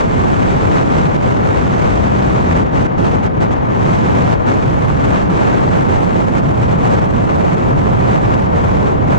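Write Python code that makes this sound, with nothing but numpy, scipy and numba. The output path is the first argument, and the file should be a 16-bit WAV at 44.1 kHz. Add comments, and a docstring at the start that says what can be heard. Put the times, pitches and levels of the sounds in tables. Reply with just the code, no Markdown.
"""Scooter ride wind on the mic

Wind hits the two microphone ports of a camera on a scooter at about 50 km/h. Large eddies buffet each
port on its own or knock on both, smaller ones rush and tear past, the finest spit and hiss. The flow
swells in gusts, drones once and drops away in brief lulls, over a faint road rumble.
The camera widens the stereo image and holds the bass and the peaks down."""
import sys
import numpy as np
from scipy import signal
from scipy.fft import rfft, irfft, next_fast_len
from scipy.io import wavfile
from scipy.ndimage import uniform_filter1d, minimum_filter1d
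from numba import njit

SR = 44100
rng = np.random.default_rng(int(sys.argv[2]) if len(sys.argv) > 2 else 0)


def waveform_to_disk(signal):
    """Save audio, clipped to [-1, 1], as 16-bit WAV at the path in sys.argv[1]."""
    frames = np.transpose(np.atleast_2d(signal))
    scaled = np.clip(frames, -1, 1) * 32767
    samples = np.round(scaled).astype(np.int16)
    wavfile.write(sys.argv[1], SR, samples)


N = 404838

# slow ride of the airflow over the ports: t/s, level/dB
FLOW = [(0, 0.5), (0.12, -1), (0.3, 1.5), (0.9, 1.5), (1.38, -0.5), (1.55, 1.0), (2.2, 0.4), (4.05, 0.5),
        (4.5, 1.5), (4.8, -2), (5.52, 1.5), (5.95, -0.9), (6.55, -3), (7.0, -2), (7.6, -1.5), (8.25, -1.5),
        (8.65, -0.5), (8.88, -1.4), (9.18, -0.5)]
# gusts on top of the flow: crest t/s, length/s, rise/dB
GUSTS = [(0.006, 0.03, 5.5), (0.42, 0.055, 1.5), (0.769, .12, 3.4), (0.947, 0.044, 3.5), (0.983, .06, 2.5),
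         (1.06, 0.057, 1.5), (1.848, 0.2, 2), (2.568, 0.055, 1.5), (2.816, 0.076, 2), (3.057, 0.11, 0.5),
         (3.246, 0.052, 1), (3.416, 0.044, 1.5), (3.915, .12, 1.5), (4.174, 0.12, 2.5), (4.33, 0.05, 3),
         (4.493, .05, 1), (5, 0.033, 3), (5.047, .04, 5.5), (5.156, 0.096, 4), (5.474, 0.073, 2.5),
         (5.78, 0.14, 2.5), (5.946, 0.12, 3), (6.379, 0.07, 5), (6.645, 0.059, 3.5), (6.718, .07, 4),
         (6.848, 0.16, 4), (6.942, 0.14, 4.5), (7.03, .05, 3), (7.51, .12, 2.4), (8.127, .2, 2.5),
         (8.243, 0.06, 2.5), (8.335, 0.067, 3), (8.67, 0.054, -0.5), (9.128, .07, 2.5)]
# the flow lifts off the ports, and once, at 6.4 s, the whole sound dips for a moment: start t/s, end t/s,
# depth/dB (scaled per layer), let-go/s, catch/s
LULLS = [(1.08, 1.132, 2.8, .02, 0.022), (1.168, 1.21, 3.6, .012, 0.027), (1.328, 1.46, 1.3, .02, 0.033),
         (2.642, 2.728, 6.8, 0.07, 0.028), (2.871, 2.975, 9.2, 0.0099, 0.02),
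         (3.167, 3.227, 5.3, .02, 0.022), (3.277, 3.402, 9.2, 0.02, 0.0075),
         (3.451, 3.51, 6.1, 0.014, .016), (3.542, 3.733, 6.9, 0.011, 0.2), (4.348, 4.463, 6.8, 0.016, .016),
         (5.262, 5.297, 5, .05, .008), (5.858, 5.874, 1.8, .015, .02), (6.403, 6.422, 4.2, .015, 0.023),
         (6.525, 6.545, 1.5, .015, .015), (6.759, 6.778, 3.3, .01, .012), (7.06, 7.095, 2.6, .012, .03),
         (7.709, 7.76, 2.1, 0.018, 0.033), (8.465, 8.533, 4, 0.028, 0.068),
         (8.941, 9.076, 3.5, 0.052, 0.02)]
# side the flow strikes from: t/s, left minus right/dB (scaled per layer)
FLOW_SIDE = [(0.0, -1), (0.6, -0.5), (2.1, 2), (3.8, 2), (4.45, 3), (4.85, -1), (5.4, 1.5), (6.15, -3),
             (7.6, 0), (8.55, 0), (9.16, 0.5)]
# tone of the turbulent pressure behind the ports: f/Hz, relative level/dB
TURBULENCE = [(24, -12), (66, -2), (110, 1.1), (175, -1.5), (340, -9.5), (480, -11), (640, -15),
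              (1190, -20.5), (2190, -28.5), (4250, -41), (5090, -45), (6100, -43.5), (7770, -48.5),
              (10300, -68)]
# large eddies that thump a port: crest t/s, length/s, rise/dB, left minus right/dB
THUMPS = [(0.04, 0.071, -0.5, 0), (0.17, 0.21, 1, -2), (0.396, .2, 0, 4), (0.683, 0.17, 2, 4.5),
          (1.053, 0.11, 1.5, 2.5), (1.56, 0.23, -1.5, 6.5), (1.98, 0.22, -1.2, 11), (2.793, 0.08, 7, -3.5),
          (3.02, 0.16, 5, -8.5), (3.382, 0.067, 5.5, 6), (3.87, 0.22, 4, -4), (4.069, 0.16, 3, -2.5),
          (4.55, .14, -0.5, -2), (4.678, 0.074, 5, 0), (4.925, 0.5, 3, -2), (5.107, 0.15, 1.2, 5),
          (5.455, .13, 0, -2), (5.568, 0.16, -3, 10.5), (6.473, 0.18, 5.5, 5.5), (6.626, 0.33, 3, 3.5),
          (6.897, 0.51, 2.5, 6), (7.16, 0.058, 3.5, -1.5), (7.76, 0.3, 7.5, 1), (7.975, 0.31, 5, -1),
          (8.114, .1, 1.5, -2), (8.258, .11, 4, -1), (8.56, 0.18, 1, -1.5), (8.737, 0.22, 4.5, -2),
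          (9.038, 0.62, 4, -1)]
# single eddies on both ports; the long ones boom: crest t/s, f/Hz, length/s, glide/(octaves/s), level/dB
KNOCKS = [(0.188, 80, .04, -6, -9.5), (0.56, 132, 0.028, 0, -8), (0.667, 108, 0.019, 0, -12),
          (1.065, 155, .026, 0, -10.5), (1.495, 90, 0.029, 0, -10), (2.293, 126, 0.082, -1, -11),
          (3.033, 89.6, 0.09, -1, -19), (3.384, 154, 0.019, 0, -12), (3.936, 122, 0.023, 0, -10),
          (4.161, 129, 0.018, 0, -10), (4.26, 150, 0.026, 0, -9), (4.68, 128, .035, -6, -7),
          (4.943, 135, .028, 0, -14), (5.3, 185, 0.042, -6, -12.5), (6.465, 136.6, 0.093, 5.5, -13),
          (6.623, 114, .054, -4, -6), (6.706, 110, .026, 0, -9), (6.762, 163, 0.025, 0, -6),
          (7.148, 215, 0.019, 0, -9), (7.534, 158, .028, 0, -7), (7.745, 128, .075, -4, -9),
          (7.92, 142, .028, -8, -2), (7.96, 99, 0.089, -2, -10), (8.105, 122, 0.2, 4, -13.5),
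          (8.119, 190, 0.037, -6, -8), (8.262, 113, 0.07, -8, -8), (8.44, 102, 0.023, 0, -4),
          (8.545, 86, 0.095, 6, -13.5), (8.66, 87.6, 0.052, 8, -8), (9.139, 131, 0.029, 0, -8)]
# eddies peel off the camera in step and drone: t/s, f/Hz, level/dB
SHEDDING = [(1.8, 53, -40), (1.95, 54, -20), (2.12, 70, -20.5), (2.28, 60.6, -19.5), (2.38, 64, -27),
            (2.43, 86, -25), (2.52, 80, -12), (2.58, 79, -23), (2.64, 67, -45)]
# harmonics one to four of the drone: relative level/dB
DRONE_HARMONICS = [-1, 0.5, -3.5, -14]
# the right port rings a little higher than the left: f/Hz, left minus right/dB
PORT_MISMATCH = [(3000, 0), (6500, -0.5), (7300, -3), (8000, -6.5), (10000, -5)]
# the camera's EQ on the difference between the ports: f/Hz, gain/dB
WIDENING = [(40, -5.5), (107, -0.1), (250, 3), (480, 7), (740, 11.5), (900, 12.5), (2300, 3.5),
            (3300, -3.8), (4250, -5.5), (5100, 1.5), (5750, -.5), (7800, 0.5)]
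# mix of each eddy size: base level/dB, response to flow/(dB/dB), drift/(dB/s), share of FLOW_SIDE
BUFFET = (-15.5, .5, -0.05, 1.04)
RUSH = (-21, 0.67, 0.22, 0.33)
TEAR = (-30.5, 1, 0.06, -0.3)
HISS = (-39.5, 1.11, -0.12, 1.5)

THROB_DB, THROB_PER_THUMP = -1.3, 0.8  # weight near 90 Hz in the rumble; its growth per dB of thump
BUFFET_PAN_DB, BUFFET_PAN_DB_PER_S = -1.8, -0.3  # the large eddies wander over to the right port
PAN_SPLIT = np.array([[.5], [-.5]])  # shares a left-minus-right balance between the ports


def buffet(flow_db):
    """The largest eddies thump each port on its own; the heavy ones gather into a deep throb."""
    thump_db = sum(db * swell(s, length) for s, length, db, _ in THUMPS)
    pan_db = sum(pan * swell(s, length) for s, length, _, pan in THUMPS)
    pan_db = pan_db + BUFFET_PAN_DB + drift(BUFFET_PAN_DB_PER_S)
    throb_db = THROB_DB + THROB_PER_THUMP * thump_db + 0.6 * flutter(2.5)[0]
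    rumble = eddies(17, 330)
    throb = filtered(rumble, lambda f: 1 / (1 + (55 / f) ** 6 + (f / 135) ** 6))
    weighted = throb * undb(throb_db / 2) + (rumble - throb) * undb(-throb_db / 2)
    rocking_db = 0.5 * flutter(14, channels=2)  # lesser eddies rock each port at random
    thumping = in_step(weighted, thump_db) * undb(thump_db + rocking_db)
    return placed(thumping, BUFFET, flow_db, pan_db) * duck_under_drone(depth_db=1)


def in_step(ports, thump_db, narrowing=0.11):
    """A heavy eddy is wider than the gap between the ports, so it pushes on both more alike."""
    common = ports.mean(axis=0)
    return common * undb(narrowing * thump_db) + (ports - common) * undb(-narrowing * thump_db)


def wind(flow_db, lull_db):
    """Rush, tear and hiss: the smaller the eddies, the burstier they are and the more a lull takes away."""
    gust = flutter(32)  # covers both ports
    packet = flutter(190, channels=2)  # short packets of eddies hit one port at a time
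    rush = unit(eddies(290, 1137) * undb(0.65 * gust + 1.27 * packet))
    tear = unit(eddies(1134, 3830) * undb(gust + 1.7 * packet))
    finest = eddies(2884, 12000)
    spit = flutter(900, channels=2)  # the finest break up in spits of about a millisecond
    hiss = unit(finest * undb(gust + 1.6 * packet + 0.89 * spit))
    # a lull shelters the right port more than the left
    return (placed(rush, RUSH, flow_db - 0.81 * lull_db, pan_db=0.61 * lull_db + 1.0)
            + placed(tear, TEAR, flow_db - 0.62 * lull_db, pan_db=0)
            + placed(hiss, HISS, flow_db - 1.47 * lull_db, pan_db=lull_db))


def knocks():
    """Compact eddies roll over the camera: a few cycles each, alike in both ports, some with a glide."""
    out = np.zeros(N)
    for crest_s, hz, length_s, glide, db in KNOCKS:
        envelope = swell(crest_s, length_s)
        active = np.flatnonzero(envelope > 1e-6)
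        t = active / SR - crest_s
        cycles = hz * (t + np.log(2) * glide * t ** 2 / 2)
        out[active] += undb(db) * envelope[active] * np.sin(2 * np.pi * cycles)
    return out


def drone():
    """Eddies shed at a nearly even rate hum in both ports, then break up into rumble again."""
    rate_hz, level_db = curves(SHEDDING)
    t = np.arange(N) / SR
    gate = (t > SHEDDING[0][0]) & (t < SHEDDING[-1][0])
    wavering_hz = rate_hz * (1 + 0.0175 * flutter(12.7)[0])
    phase = 2 * np.pi * np.cumsum(wavering_hz) / SR
    hum = sum(undb(db + 2.1 * flutter(8, channels=2)) * np.sin(k * phase)
              for k, db in enumerate(DRONE_HARMONICS, 1))
    return unit(hum) * undb(level_db) * gate


def duck_under_drone(depth_db):
    """Gain of the loose rumble, which gives way as the eddies fall in step."""
    _, drone_db = curves(SHEDDING)
    return undb(-depth_db * undb(drone_db - drone_db.max()))


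def road():
    """The road shakes the whole camera, so both ports get the same deep rumble around 21 Hz."""
    shake = filtered(rng.standard_normal(N), lambda f: 1 / np.hypot(1, 2.4 * (f / 21 - 21 / f)))
    return unit(shake) * undb(-51)


def airflow():
    """Strength of the flow in dB: its slow ride, the gusts and a slight constant waver."""
    slow_db, = curves(FLOW)
    gust_db = sum(db * swell(s, length) for s, length, db in GUSTS)
    return slow_db + gust_db + 0.16 * flutter(5.3)[0]


def lulls():
    """Dip in dB while the flow is off the ports; each lull lets go and catches again at its own pace."""
    t = np.arange(N) / SR
    return sum(db * np.clip(np.minimum((t - start) / let_go_s, (end - t) / catch_s) + .5, 0, 1)
               for start, end, db, let_go_s, catch_s in LULLS)


def eddies(low_hz, high_hz):
    """Pressure noise from one range of eddy sizes; each port meets its own."""
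    def band(f):
        return response(TURBULENCE, f) / np.sqrt((1 + (low_hz / f) ** 8) * (1 + (f / high_hz) ** 8))
    return unit(filtered(rng.standard_normal((2, N)), band))


def placed(ports, layer, flow_db, pan_db):
    """The flow rides a layer's level and balance; pan_db leans it further left."""
    base_db, per_flow, drift_db_per_s, side_share = layer
    side_db, = curves(FLOW_SIDE)
    balance_db = (side_share * side_db + pan_db) * PAN_SPLIT
    return ports * undb(base_db + per_flow * flow_db + drift(drift_db_per_s) + balance_db)


def swell(crest_s, length_s):
    """An eddy passing by: a smooth rise from 0 to 1 and back."""
    from_crest = (np.arange(N) / SR - crest_s) / length_s
    return np.cos(np.pi * np.clip(from_crest, -.5, .5)) ** 2


def flutter(rate_hz, channels=1):
    """Random modulation at rms 1, no faster than about rate_hz."""
    return unit(filtered(rng.standard_normal((channels, N)), lambda f: 1 / (1 + (f / rate_hz) ** 2)))


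def drift(db_per_s):
    """A steady fade in dB that passes zero halfway through the ride."""
    return db_per_s * (np.arange(N) - N / 2) / SR


def curves(table):
    """One automation curve for each column after t/s."""
    times, *columns = np.transpose(table)
    return [np.interp(np.arange(N) / SR, times, column) for column in columns]


def response(points, f):
    """Gain at frequencies f of an EQ curve drawn through f/Hz, level/dB points."""
    hz, db = np.transpose(points)
    return undb(np.interp(np.log(f), np.log(hz), db))


def filtered(x, gain):
    """EQ by a function that gives the gain at each frequency."""
    size = next_fast_len(N, real=True)
    f = np.maximum(np.arange(size // 2 + 1) * SR / size, 1)
    return irfft(rfft(x, size) * gain(f), size)[..., :N]


def undb(db):
    """Decibels to gain."""
    return 10 ** (np.asarray(db) / 20)


def unit(x):
    """Scale to rms 1."""
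    return x / np.sqrt(np.mean(x ** 2))


def widen(x, leak, leak_top_hz):
    """Lift the side signal, most in the mids; a little leaks into the centre, a quarter cycle ahead."""
    side = filtered((x[0] - x[1]) / 2, lambda f: response(WIDENING, f))
    leaked = filtered(side, lambda f: 1j * leak * (f / leak_top_hz) / (1 + (f / leak_top_hz) ** 10))
    mid = (x[0] + x[1]) / 2 + leaked
    return np.array([mid + side, mid - side])


def bass_compressor(x, crossover_hz, threshold_db, squeeze, window_s):
    """Take the share squeeze off the bass above threshold, so the heaviest buffets land about level."""
    bass = filtered(x, lambda f: 1 / (1 + (f / crossover_hz) ** 4))
    power = uniform_filter1d(np.mean(bass ** 2, axis=0), int(window_s * SR))
    excess_db = np.maximum(10 * np.log10(np.maximum(power, 1e-9)) - threshold_db, 0)
    reduction_db = squeeze * uniform_filter1d(excess_db, int(window_s * SR / 2))
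    return x + bass * (undb(-reduction_db) - 1)


@njit
def follow_peaks(rectified, fall):
    """Peak follower: jumps up at once and sinks by the factor fall each sample."""
    out, held = np.empty(len(rectified)), 0.
    for i in range(len(rectified)):
        held = max(rectified[i], held * fall)
        out[i] = held
    return out


def limiter(x, ceiling_db, release_s, smooth_samples=129):
    """A heavy thump ducks both channels for a moment."""
    peak = follow_peaks(np.abs(x).max(axis=0), np.exp(-1 / (release_s * SR)))
    gain = undb(ceiling_db) / np.maximum(peak, undb(ceiling_db))
    return x * uniform_filter1d(minimum_filter1d(gain, smooth_samples), smooth_samples)


def scene():
    """Wind and road rumble, coloured by the two slightly unlike ports."""
    flow_db, lull_db = airflow(), lulls()
    air = buffet(flow_db - 0.82 * lull_db) + wind(flow_db, lull_db)
    mix = air + knocks() + road() + drone()
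    return filtered(mix, lambda f: response(PORT_MISMATCH, f) ** PAN_SPLIT)


def record(dry):
    """The camera widens the image, holds the bass down, limits the peaks and cuts the top."""
    wide = widen(dry, leak=0.46, leak_top_hz=3160)
    tight = bass_compressor(wide, crossover_hz=420, threshold_db=-13.5, squeeze=0.85, window_s=0.022)
    limited = limiter(tight, ceiling_db=-.3, release_s=0.05)
    high_cut = signal.ellip(8, .2, 70, 10600, fs=SR, output="sos")
    return signal.sosfilt(high_cut, limited)


dry = scene()
out = record(dry)
waveform_to_disk(out)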